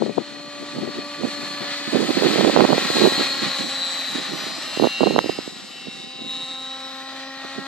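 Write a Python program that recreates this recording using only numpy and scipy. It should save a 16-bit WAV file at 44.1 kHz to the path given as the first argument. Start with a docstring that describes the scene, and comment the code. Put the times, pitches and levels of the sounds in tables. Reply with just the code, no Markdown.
"""Open ground: an electric model helicopter flies towards the listener, passes and turns away.
The blades hiss and whistle, chopped by the rotors; the tail rotor buzzes and the motor and gears whine.
One shaft speed sets the pitch of buzz and whine and the pace of the chopping. The ground reflects hiss and buzz.
Gusts of wind rumble and thump on the two microphone ports, mostly the right one."""
import sys
import numpy as np
from scipy import signal
from scipy.fft import rfft, irfft, next_fast_len
from scipy.io import wavfile
from scipy.ndimage import map_coordinates

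SR = 44100
rng = np.random.default_rng(int(sys.argv[2]) if len(sys.argv) > 2 else 0)


def digitize_waveform(pressure):
    """Quantize a signal to 16-bit integers and store it at the path in sys.argv[1].

    Rows of a 2-D input are taken as channels; values are limited to [-1, 1].
    """
    field = np.atleast_2d(pressure).T
    bounded = np.clip(field, -1, 1)
    quanta = np.round(bounded * 32767).astype(np.int16)
    wavfile.write(sys.argv[1], SR, quanta)


N = 338247
TIME = np.arange(N) / SR  # seconds

# How loud the blade hiss is, which also tells how near the helicopter is. Each row: time in seconds,
# relative level in dB, relative level of the treble against the middle in dB.
HISS_LEVEL = [(0, -41.5, -8.5), (1.22, -35, -10), (1.29, -32.5, -7), (1.8, -32, -8), (2.3, -23.5, -9.5),
              (2.6, -27.5, -10), (3.04, -22, -10), (3.37, -28.5, -7.5), (4.8, -32.5, -8), (5.35, -38.5, -4),
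              (6.17, -46, -3), (6.33, -42, -1.5), (6.8, -39.5, -10), (7.2, -37.5, -13), (7.67, -37, -13.5)]
# How strongly the tail rotor sounds this way. Each row: time in seconds, level in dB,
# highest harmonic that it carries at full strength.
TAIL_ROTOR_BEAM = [(0, -48, 2.7), (1.36, -43.5, 5.5), (2.1, -47.5, 6.5), (3, -45, 19), (4.25, -51, 16),
                   (5.66, -62.5, 3.1), (6.5, -51.5, 4.5), (7.2, -48, 8), (7.67, -46.5, 8.7)]
TAIL_RATIO = 20 / 21  # tail blades passing per motor turn
MAIN_RATIO = 1 / 10  # main rotor turns per motor turn
HARD_GUST_DB = -19  # around this level gusts become abrupt and blow more evenly


def undb(db):
    """Decibels to gain."""
    return 10 ** (np.asarray(db) / 20)


def curve(rows, axis=1):
    """One column of a table, joined by straight lines in time."""
    rows = np.array(rows)
    return np.interp(TIME, rows[:, 0], rows[:, axis])


def walk(hz):
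    """Smooth random wandering of unit spread that moves at up to about hz."""
    f = np.fft.rfftfreq(N, 1 / SR)
    count = np.searchsorted(f, 4 * hz) + 2
    spectrum = rng.standard_normal(count) + 1j * rng.standard_normal(count)
    slow = irfft(np.exp(-.5 * (f[:count] / hz) ** 2) * spectrum, 16 * count)
    slow = slow / slow.std()
    return np.interp(np.linspace(0, len(slow), N), np.arange(len(slow)), slow)


def noise(colour, lo_hz, hi_hz):
    """Coloured noise whose level is set by the average power gain between lo_hz and hi_hz."""
    size = next_fast_len(N, True)
    f = np.fft.rfftfreq(size, 1 / SR)
    hz, db = np.transpose(colour)
    gain = undb(np.interp(np.log(f + 1), np.log(hz), db))
    inside = (f > lo_hz) * (f < hi_hz)
    gain = gain / np.sqrt(np.mean(gain ** 2 * inside))
    return irfft(rfft(rng.standard_normal(size)) * gain, size)[:N]


def narrow_noise(phase, width_hz):
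    """Noise in a narrow band: a tone whose two quarter-turn parts wander at random."""
    return walk(width_hz) * np.cos(phase) + walk(width_hz) * np.sin(phase)


def lowpass(x, hz):
    """Gentle low-pass without delay."""
    return signal.sosfiltfilt(signal.butter(2, min(hz, SR / 2 - 1), fs=SR, output="sos"), x)


def late(x, ms):
    """The sound a steady or moving lag later."""
    return np.interp(TIME - ms * 1e-3, TIME, x)


def reflect(x, ground, holder, holder_ms):
    """The ground adds a sweeping comb, a surface close to the microphone a fixed one."""
    # Lag of the ground reflection. Each row: time in seconds, lag in ms.
    ground_lag = [(0, 4.05), (1, 4.16), (1.7, 4.07), (2.3, 3.8), (3, 3.73), (4.7, 3.3), (5.7, 4.3),
                  (7.67, 3.15)]
    x = x + ground * late(lowpass(x, 11000), curve(ground_lag))
    x = x + holder * late(lowpass(x, 2460), holder_ms)
    return x / np.sqrt((1 + ground ** 2) * (1 + holder ** 2))


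def through_air(x, split_hz):
    """Air takes the top off the whine when the helicopter is far away."""
    air_loss = 1  # dB of treble lost for each dB that the hiss lies below its loudest
    hiss_db = curve(HISS_LEVEL)
    body = lowpass(x, split_hz)
    return body + (x - body) * undb(air_loss * (hiss_db - hiss_db.max()) + 9.0)


def tones(turns, orders, fade_db, rough, apart, pulsed=False):
    """Partials of a shaft, in step if pulsed; air makes each fade and flutter, a little differently at each port."""
    smear_order = 16  # the moving air smears partials above this multiple more and more
    out = np.zeros((2, N))
    for order, db in orders:
        start = 0 if pulsed else rng.random()
        smear = rough * max(1, order / smear_order) ** 3 * walk(12)
        phase = 2 * np.pi * (order * turns + start) + smear
        size = np.sqrt(2) * undb(db + fade_db * walk(3.3)) * (1 + rough * walk(18))
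        mid = size * np.sin(phase)
        side = size * np.cos(phase) * apart * walk(1.0)
        out += [mid + side, mid - side]
    return out


def wind_strength(port):
    """Each gust rises, holds and dies away over the breeze; the sheltered port gets less of it."""
    # The breeze between gusts. Each row: time in seconds, left port level in dB, right port level in dB.
    breeze = [(0, -45, -57), (1.1, -54, -44), (1.7, -62, -44.5), (2.4, -65, -15), (2.85, -65, -31.5),
              (3.8, -71, -52), (4.6, -56, -42.5), (5.6, -53, -48), (6.3, -66, -48.5), (6.8, -72, -56)]
    # Gusts. Each row: start in seconds, length in seconds, level in dB on the windward port,
    # left minus right in dB.
    gusts = [(.005, 0.11, -21.5, 22), (0.176, 0.029, -22, 29), (0.607, 0.036, -37, 20),
             (0.76, 0.04, -34, -4), (0.826, 0.066, -28, 21), (0.967, 0.029, -32.5, 2),
             (1.213, 0.058, -22.5, -29), (1.407, 0.03, -35.5, 17), (1.618, 0.037, -33, 16),
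             (1.931, 0.11, -17.5, -40), (2.088, 0.029, -14, -30), (2.169, 0.11, -16.5, -39),
             (2.332, 0.048, -21, -36), (2.379, 0.03, -11.5, -37), (2.429, 0.062, -11.5, -40),
             (2.557, 0.098, -11, -37), (2.689, 0.022, -16, -21), (2.727, 0.023, -15, -26),
             (2.955, 0.013, -17, -26), (2.984, 0.049, -14.5, -24), (3.034, 0.051, -10, -32),
             (3.181, 0.052, -22.5, -19), (3.361, 0.11, -30.5, -24), (3.608, 0.077, -34, -30),
             (4.154, 0.046, -26.5, -34), (4.3, 0.051, -31, -25), (4.418, 0.078, -36.5, -23),
             (4.81, 0.059, -18, -35), (5.013, 0.022, -13, -20), (5.045, 0.038, -16, -23),
             (5.106, 0.097, -22.5, -10), (5.243, 0.062, -30.5, -20), (5.857, 0.034, -35.5, -18),
             (6.208, 0.051, -40, -2.5), (7.583, 0.0098, -33, -26)]
    attack_s, release_s = 0.02, 0.024  # for the weakest gusts; harder ones are quicker
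    power = undb(curve(breeze, axis=1 + port)) ** 2
    for start, length, db, left_db in gusts:
        near = slice(*np.searchsorted(TIME, [start - .1, start + length + .2]))
        age = TIME[near] - start
        # a harder gust starts and stops more abruptly
        haste = 1 + undb(db - HARD_GUST_DB)
        rise = np.minimum(age, 0) / attack_s
        fall = np.maximum(age - length, 0) / release_s
        shape = np.exp(haste ** 2 * (rise - fall))
        shelter_db = max(left_db if port else -left_db, 0)
        power[near] += (undb(db - shelter_db) * shape) ** 2
    return np.sqrt(power)


def eddies(hits, cycles):
    """Each eddy (seconds, size) is a pressure swing of about one cycle, quicker the harder it hits."""
    base_hz, rise_hz, steepness = 366, 173, 1.31  # rate of a weak eddy, its rise at size 1, and the power law
    out = np.zeros(N)
    for (s, size), phase in zip(hits, rng.uniform(-1, 1, len(hits))):
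        near = slice(*np.searchsorted(TIME, [s - .02, s + .02]))
        swing = (TIME[near] - s) * (base_hz + rise_hz * size ** steepness)
        # it strikes fast, then slows and dies away
        swing = swing / (1 + 0.56 * np.tanh(swing))
        out[near] -= size * np.exp(-(swing / cycles) ** 2) * np.cos(2 * np.pi * swing + phase)
    # the capsule's vent leaks the slowest pressure away
    return signal.sosfilt(signal.butter(2, 130, "high", fs=SR, output="sos"), out)


def wind(strength, other, flow_db, patchy_db, crackle_db):
    """Patchy turbulence on one port with small eddies in it; hard ones hit while it has the stronger wind."""
    # Turbulence colour behind the port. Each row: pitch in Hz, relative dB per Hz.
    wind_colour = [(30, -75), (80, -51), (130, -5.5), (220, 3), (350, -1.5), (550, -13.5), (900, -29),
                   (1500, -35), (3000, -64)]
    # The hardest eddies, which hit the windward port. 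Each row: time in seconds, size in dB.
    thumps = [(.023, -1.5), (.064, -8.5), (0.096, -9.5), (.18, -5), (0.183, -1), (.786, -13), (.877, -16),
              (1.236, -9), (1.253, -10.5), (1.948, -5.5), (1.957, -5), (2.099, -10), (2.111, -22),
              (2.186, -11.5), (2.223, -3.5), (2.235, -5), (2.259, -10), (2.359, -3.5), (2.384, -5),
              (2.411, -0.5), (2.449, 1.5), (2.461, -5), (2.498, -1.5), (2.564, 5.5), (2.574, 2),
              (2.591, -2), (2.599, 0), (2.607, 6.5), (2.612, -1), (2.643, -2), (2.651, 2), (2.692, -4.5),
              (2.704, -2), (2.726, 0), (2.731, 3), (2.781, -2), (2.903, -6), (2.969, -4), (3.016, -2),
              (3.056, 0.5), (3.064, -2), (3.074, -3.5), (3.122, -9.5), (3.197, -10), (3.211, -8.5),
              (4.774, -9.5), (4.799, -2), (4.825, -3.5), (4.838, -0.5), (4.844, 1.5), (4.853, -2),
              (4.872, -1.5), (5.008, -1), (5.033, 1), (5.039, 0), (5.071, 0.5), (5.075, -2.5),
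              (5.109, -4.5), (5.163, 1.5), (5.183, -1.5), (5.19, 9), (5.244, -9.5), (5.261, -10.5),
              (5.294, -8.5), (5.297, -4), (5.389, -9), (5.478, -15.5), (5.872, -19), (7.449, -20.5)]
    eddies_per_s, eddy_db, scatter_db = 130, -.5, 2  # small eddies: level against the wind strength, spread
    split_hz, knee_db = 284, -29.5  # turbulence below this pitch stops growing near this strength

    patches = np.tanh(walk(37.5)) / np.sqrt(1 + strength / undb(HARD_GUST_DB))
    flow = noise(wind_colour, 0, SR) * strength * undb(flow_db + patchy_db * patches)
    flow = flow - lowpass(flow, split_hz) * strength / (strength + undb(knee_db))

    at = rng.integers(0, N, int(eddies_per_s * N / SR))
    sizes = strength[at] * undb(eddy_db + scatter_db * rng.uniform(-1, 1, len(at)))
    small = eddies(list(zip(TIME[at], sizes)), cycles=0.7)
    hits = [(s, undb(db)) for s, db in thumps if strength[int(s * SR)] > other[int(s * SR)]]
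    hard = eddies(hits, cycles=0.63)

    # strong flow is brighter and crackles
    crackle_band = signal.butter(2, [700, 1500], "band", fs=SR, output="sos")
    crackle = signal.sosfilt(crackle_band, (flow + small) ** 2)
    return flow + small + hard + undb(crackle_db) * crackle


def blade_whistle(turns, width_hz, flutter):
    """Vortices shed by the main blades sing in narrow bands that swell once each turn of the main rotor."""
    # Middle pitches of the two whistles in Hz.
    whistle_hz = [1908, 2470]
    # Their beams. Each row: time in seconds, lower whistle in dB, upper whistle in dB.
    whistle_beam = [(0, -54.5, -55), (1.4, -48, -46), (4.5, -46, -49), (5.7, -72, -68), (6.8, -68.5, -60),
                    (7.1, -46.5, -53), (7.67, -52, -54)]
    ports = np.zeros((2, N))
    for k, hz in enumerate(whistle_hz):
        ports += undb(curve(whistle_beam, axis=1 + k)) * narrow_noise(2 * np.pi * hz * TIME, width_hz)
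    return ports * (1 + flutter * np.cos(2 * np.pi * MAIN_RATIO * turns))


def blade_hiss(turns, tail_chop, main_chop, flutter):
    """Turbulence off the blades, chopped by both rotors; the ports agree less towards the treble."""
    # Blade hiss colour. Each row: pitch in Hz, relative dB per Hz.
    hiss_colour = [(50, -74), (120, -6.5), (250, -6), (450, -9.5), (700, 0), (1300, 0.5), (1900, 1.5),
                   (2800, -1), (3500, 2), (4200, 3), (5500, -10.5), (7500, -9), (9300, -19.5), (11000, -30),
                   (14500, -43)]
    mid, side = (noise(hiss_colour, 1500, 3400) for _ in range(2))
    side = .7 * side - .38 * lowpass(side, 5200)

    # two main blades pass each turn, and one tracks a little higher than the other
    rotor = 2 * np.pi * MAIN_RATIO * turns
    chop = 1 + tail_chop * np.cos(2 * np.pi * TAIL_RATIO * turns)
    chop += main_chop * np.cos(2 * rotor) + flutter * np.cos(rotor)
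    ports = np.array([reflect(chop * port, ground=0.37, holder=0.26, holder_ms=1.614)
                      for port in (mid + side, mid - side)])

    low, body = lowpass(ports, 1050), lowpass(ports, 6400)
    treble = (ports - body) * undb(curve(HISS_LEVEL, axis=2) + 10.0)
    # gusty air fades each band by itself, and all of them together
    mixed = sum(band * undb(1.5 * walk(7.2)) for band in (low, body - low, treble))
    return mixed * undb(curve(HISS_LEVEL) + .5 * walk(16.0) - 4.5)


def tail_rotor(turns):
    """The tail rotor's buzz, one pulse a blade; the turn shows its other side, with another mix of harmonics."""
    # Harmonics. Each row: multiple of the blade rate, relative dB before the turn, relative dB after it.
    harmonics = [(1, 6, 6), (2, 2.5, -2), (3, -4, 5.5), (4, -1.5, 1.5), (5, -11, 3.5), (6, -1.5, -2),
                 (7, 6.5, 2.5), (8, -12, -20), (9, 4.5, -13)]
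    turn_s, turn_length_s = 3.73, 1.5  # middle and duration of the turn
    fall_db = 7.5  # loss per harmonic beyond the beam's reach
    turned = np.clip(.5 + (TIME - turn_s) / turn_length_s, 0, 1)
    reach = curve(TAIL_ROTOR_BEAM, axis=2)
    orders = []
    for order, before, after in harmonics:
        loss_db = fall_db * np.maximum(order - reach, 0)
        orders.append((order, before + (after - before) * turned - loss_db))
    buzz = tones(TAIL_RATIO * turns, orders, fade_db=1, rough=.06, apart=.15, pulsed=True)
    buzz = buzz * undb(curve(TAIL_ROTOR_BEAM))
    return np.array([reflect(port, ground=.2, holder=.3, holder_ms=1.7) for port in buzz])


def gear_rasp(turns, mesh_db, wash_db, third_db):
    """Uneven teeth smear noise next to the mesh tone, in a wider wash above it and round its third harmonic."""
    # Rasp, strongest as the helicopter brakes. Each row: time in seconds, relative level in dB.
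    rasp_level = [(0, -53), (1.35, -37), (1.85, -34), (2.22, -25), (2.6, -28), (2.93, -24), (2.99, -19),
                  (3.1, -23), (4.4, -37), (7.1, -46), (7.5, -38)]
    rasp_db, hiss_db = curve(rasp_level), curve(HISS_LEVEL)
    # the highest band carries less far than the hiss
    far_db = hiss_db + 0.35 * (hiss_db - hiss_db.max())
    # multiple of motor speed, width in Hz, level in dB
    bands = ((14.4, 200, rasp_db + mesh_db), (16.3, 350, rasp_db + wash_db), (42, 330, far_db + third_db))
    ports = np.zeros((2, N))
    for order, width_hz, db in bands:
        phase = 2 * np.pi * order * turns
        ports += undb(db) * np.array([narrow_noise(phase, width_hz) for _ in range(2)])
    return ports


def gears(turns):
    """The tail drive loads the gears once each turn: their whine and rasp throb, and the mesh drags a little."""
    # Mesh of the 14-tooth pinion. Each row: multiple of motor speed, relative level in dB.
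    mesh_tones = [(14, 2), (28, -20), (42, -31)]
    # Its beam as the body turns. Each row: time in seconds, level in dB.
    mesh_beam = [(0, -46), (1.5, -40), (2.5, -44), (3.05, -30), (3.43, -37), (3.85, -32), (4.3, -38),
                 (4.52, -48), (4.95, -38), (5.65, -55), (5.95, -41), (6.1, -45), (6.3, -34), (6.7, -35.5),
                 (7.67, -56)]
    # Tones of the slightly off-centre pinion. Each row: multiple of motor speed, relative level in dB.
    pinion_tones = [(15, 0), (17, -19.5), (26, -19.5), (34, -26)]
    # Its beam. Each row: time in seconds, level in dB.
    pinion_beam = [(0, -60), (1.4, -47), (2.95, -40), (3.25, -29.5), (4.15, -41), (5.1, -35), (5.5, -53),
                   (6.1, -54), (6.35, -42), (6.9, -52)]
    # How deeply the gears throb. Each row: time in seconds, average depth from 0 to 1.
    throb_depth = [(0, .3), (3, .4), (4.4, .65), (6.5, .65), (7.3, .4)]
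    drive_ratio = .62  # turns of the tail drive per motor turn
    drag_turns = .004  # how far the mesh drags at throb depth 1, in motor turns

    beat = 2 * np.pi * drive_ratio * turns
    depth = curve(throb_depth) * (1 + .2 * walk(40))
    dragged = turns - drag_turns * depth * np.sin(beat)
    mesh = tones(dragged, mesh_tones, fade_db=1, rough=.17, apart=.4) * undb(curve(mesh_beam))
    pinion = tones(turns, pinion_tones, fade_db=1, rough=.18, apart=.4) * undb(curve(pinion_beam))
    whine = through_air(mesh + pinion, split_hz=5900)
    rasp = gear_rasp(turns, mesh_db=-8, wash_db=-15.5, third_db=-24.5)
    return (1 + depth * np.cos(beat)) * (whine + rasp)


def motor_whine(turns):
    """Magnets, slots and shaft ring at multiples of motor speed, each group with its own beam."""
    # Tones of magnets, slots and shaft. Each row: multiple of motor speed, relative level in dB.
    magnet_tones = [(8, -19), (10, 6.5), (11, -6), (21, -23), (22, -13)]
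    slot_tones = [(18, 0)]
    shaft_tones = [(7, -15), (8, -15), (11, -10), (13, -11), (14.25, -9), (17.38, -9), (19.38, -16),
                   (20, -10), (21, -11), (28, -10), (42, -15)]
    # Beams of magnets and slots, then the bare side of the drive, which faces the listener
    # during the turn. Each row: time in seconds, level in dB.
    magnet_beam = [(0, -63), (2.7, -58), (4.5, -62), (4.75, -46), (4.95, -38.5), (5.35, -44), (5.52, -62),
                   (5.88, -48), (6.15, -53), (6.35, -47.5), (6.55, -56), (6.85, -70)]
    slot_beam = [(0, -68), (3.1, -50), (4.98, -55), (5.33, -36), (5.5, -54), (7.67, -60)]
    exposed = [(0, -51), (2, -62), (4.5, -39.5), (5.8, -41), (6.4, -42.5), (7.67, -47.5)]
    magnets = tones(turns, magnet_tones, fade_db=1, rough=.12, apart=.3) * undb(curve(magnet_beam))
    slots = tones(turns, slot_tones, fade_db=1, rough=.12, apart=.3) * undb(curve(slot_beam))
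    shaft = tones(turns, shaft_tones, fade_db=3, rough=.15, apart=.5) * undb(curve(exposed))
    return through_air(magnets + slots + shaft, split_hz=5900)


def helicopter():
    """Rotors, motor and gears on one shaft."""
    # Motor speed as heard: it drops as the helicopter slows its approach and climbs after the turn.
    # Each row: time in seconds, turns per second.
    motor_speed = [(0, 303.9), (.3, 304.8), (.95, 304.85), (1.55, 303.1), (2.05, 299.7), (2.4, 296.6),
                   (3.05, 287.6), (3.45, 283.7), (3.9, 280.6), (4.8, 277.3), (5.35, 274.4), (6.02, 272.7),
                   (6.85, 277.2), (7.67, 284.7)]
    # Bearing. Each row: time in seconds, lag of the right port behind the left in ms.
    bearing = [(0, 0.027), (2.2, 0.069), (3.1, 0.035), (5.2, 0.019), (7.67, 0.051)]
    turns = np.cumsum(curve(motor_speed) * (1 + 0.00038 * walk(6.9))) / SR
    # the more the tail rotor beams this way, the deeper it chops the hiss: 0.55 at equal table levels
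    tail_chop = np.minimum(0.55 * undb(curve(TAIL_ROTOR_BEAM) - curve(HISS_LEVEL)), 1)
    air = blade_hiss(turns, tail_chop, main_chop=0.049, flutter=0.04)
    air += blade_whistle(turns, width_hz=45, flutter=.6)
    left, right = tail_rotor(turns) + gears(turns) + motor_whine(turns) + air
    # it flies slightly off axis, so one port hears it a little later
    right = map_coordinates(right, [(TIME - curve(bearing) * 1e-3) * SR], mode="nearest")
    return np.array([left, undb(-1.83) * right])


def scene():
    """The helicopter in both channels, the wind on each port by itself."""
    left, right = wind_strength(0), wind_strength(1)
    gusty = np.array([wind(own, other, flow_db=3.0, patchy_db=8.5, crackle_db=-4.0)
                      for own, other in ((left, right), (right, left))])
    return gusty + helicopter()


def record(dry):
    """The strongest thumps overload the input; the top is cut."""
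    clipped = np.clip(dry, -1, 1)
    top_hz = 14700
    return signal.sosfilt(signal.ellip(8, .2, 70, top_hz, fs=SR, output="sos"), clipped)


dry = scene()
out = record(dry)
digitize_waveform(out)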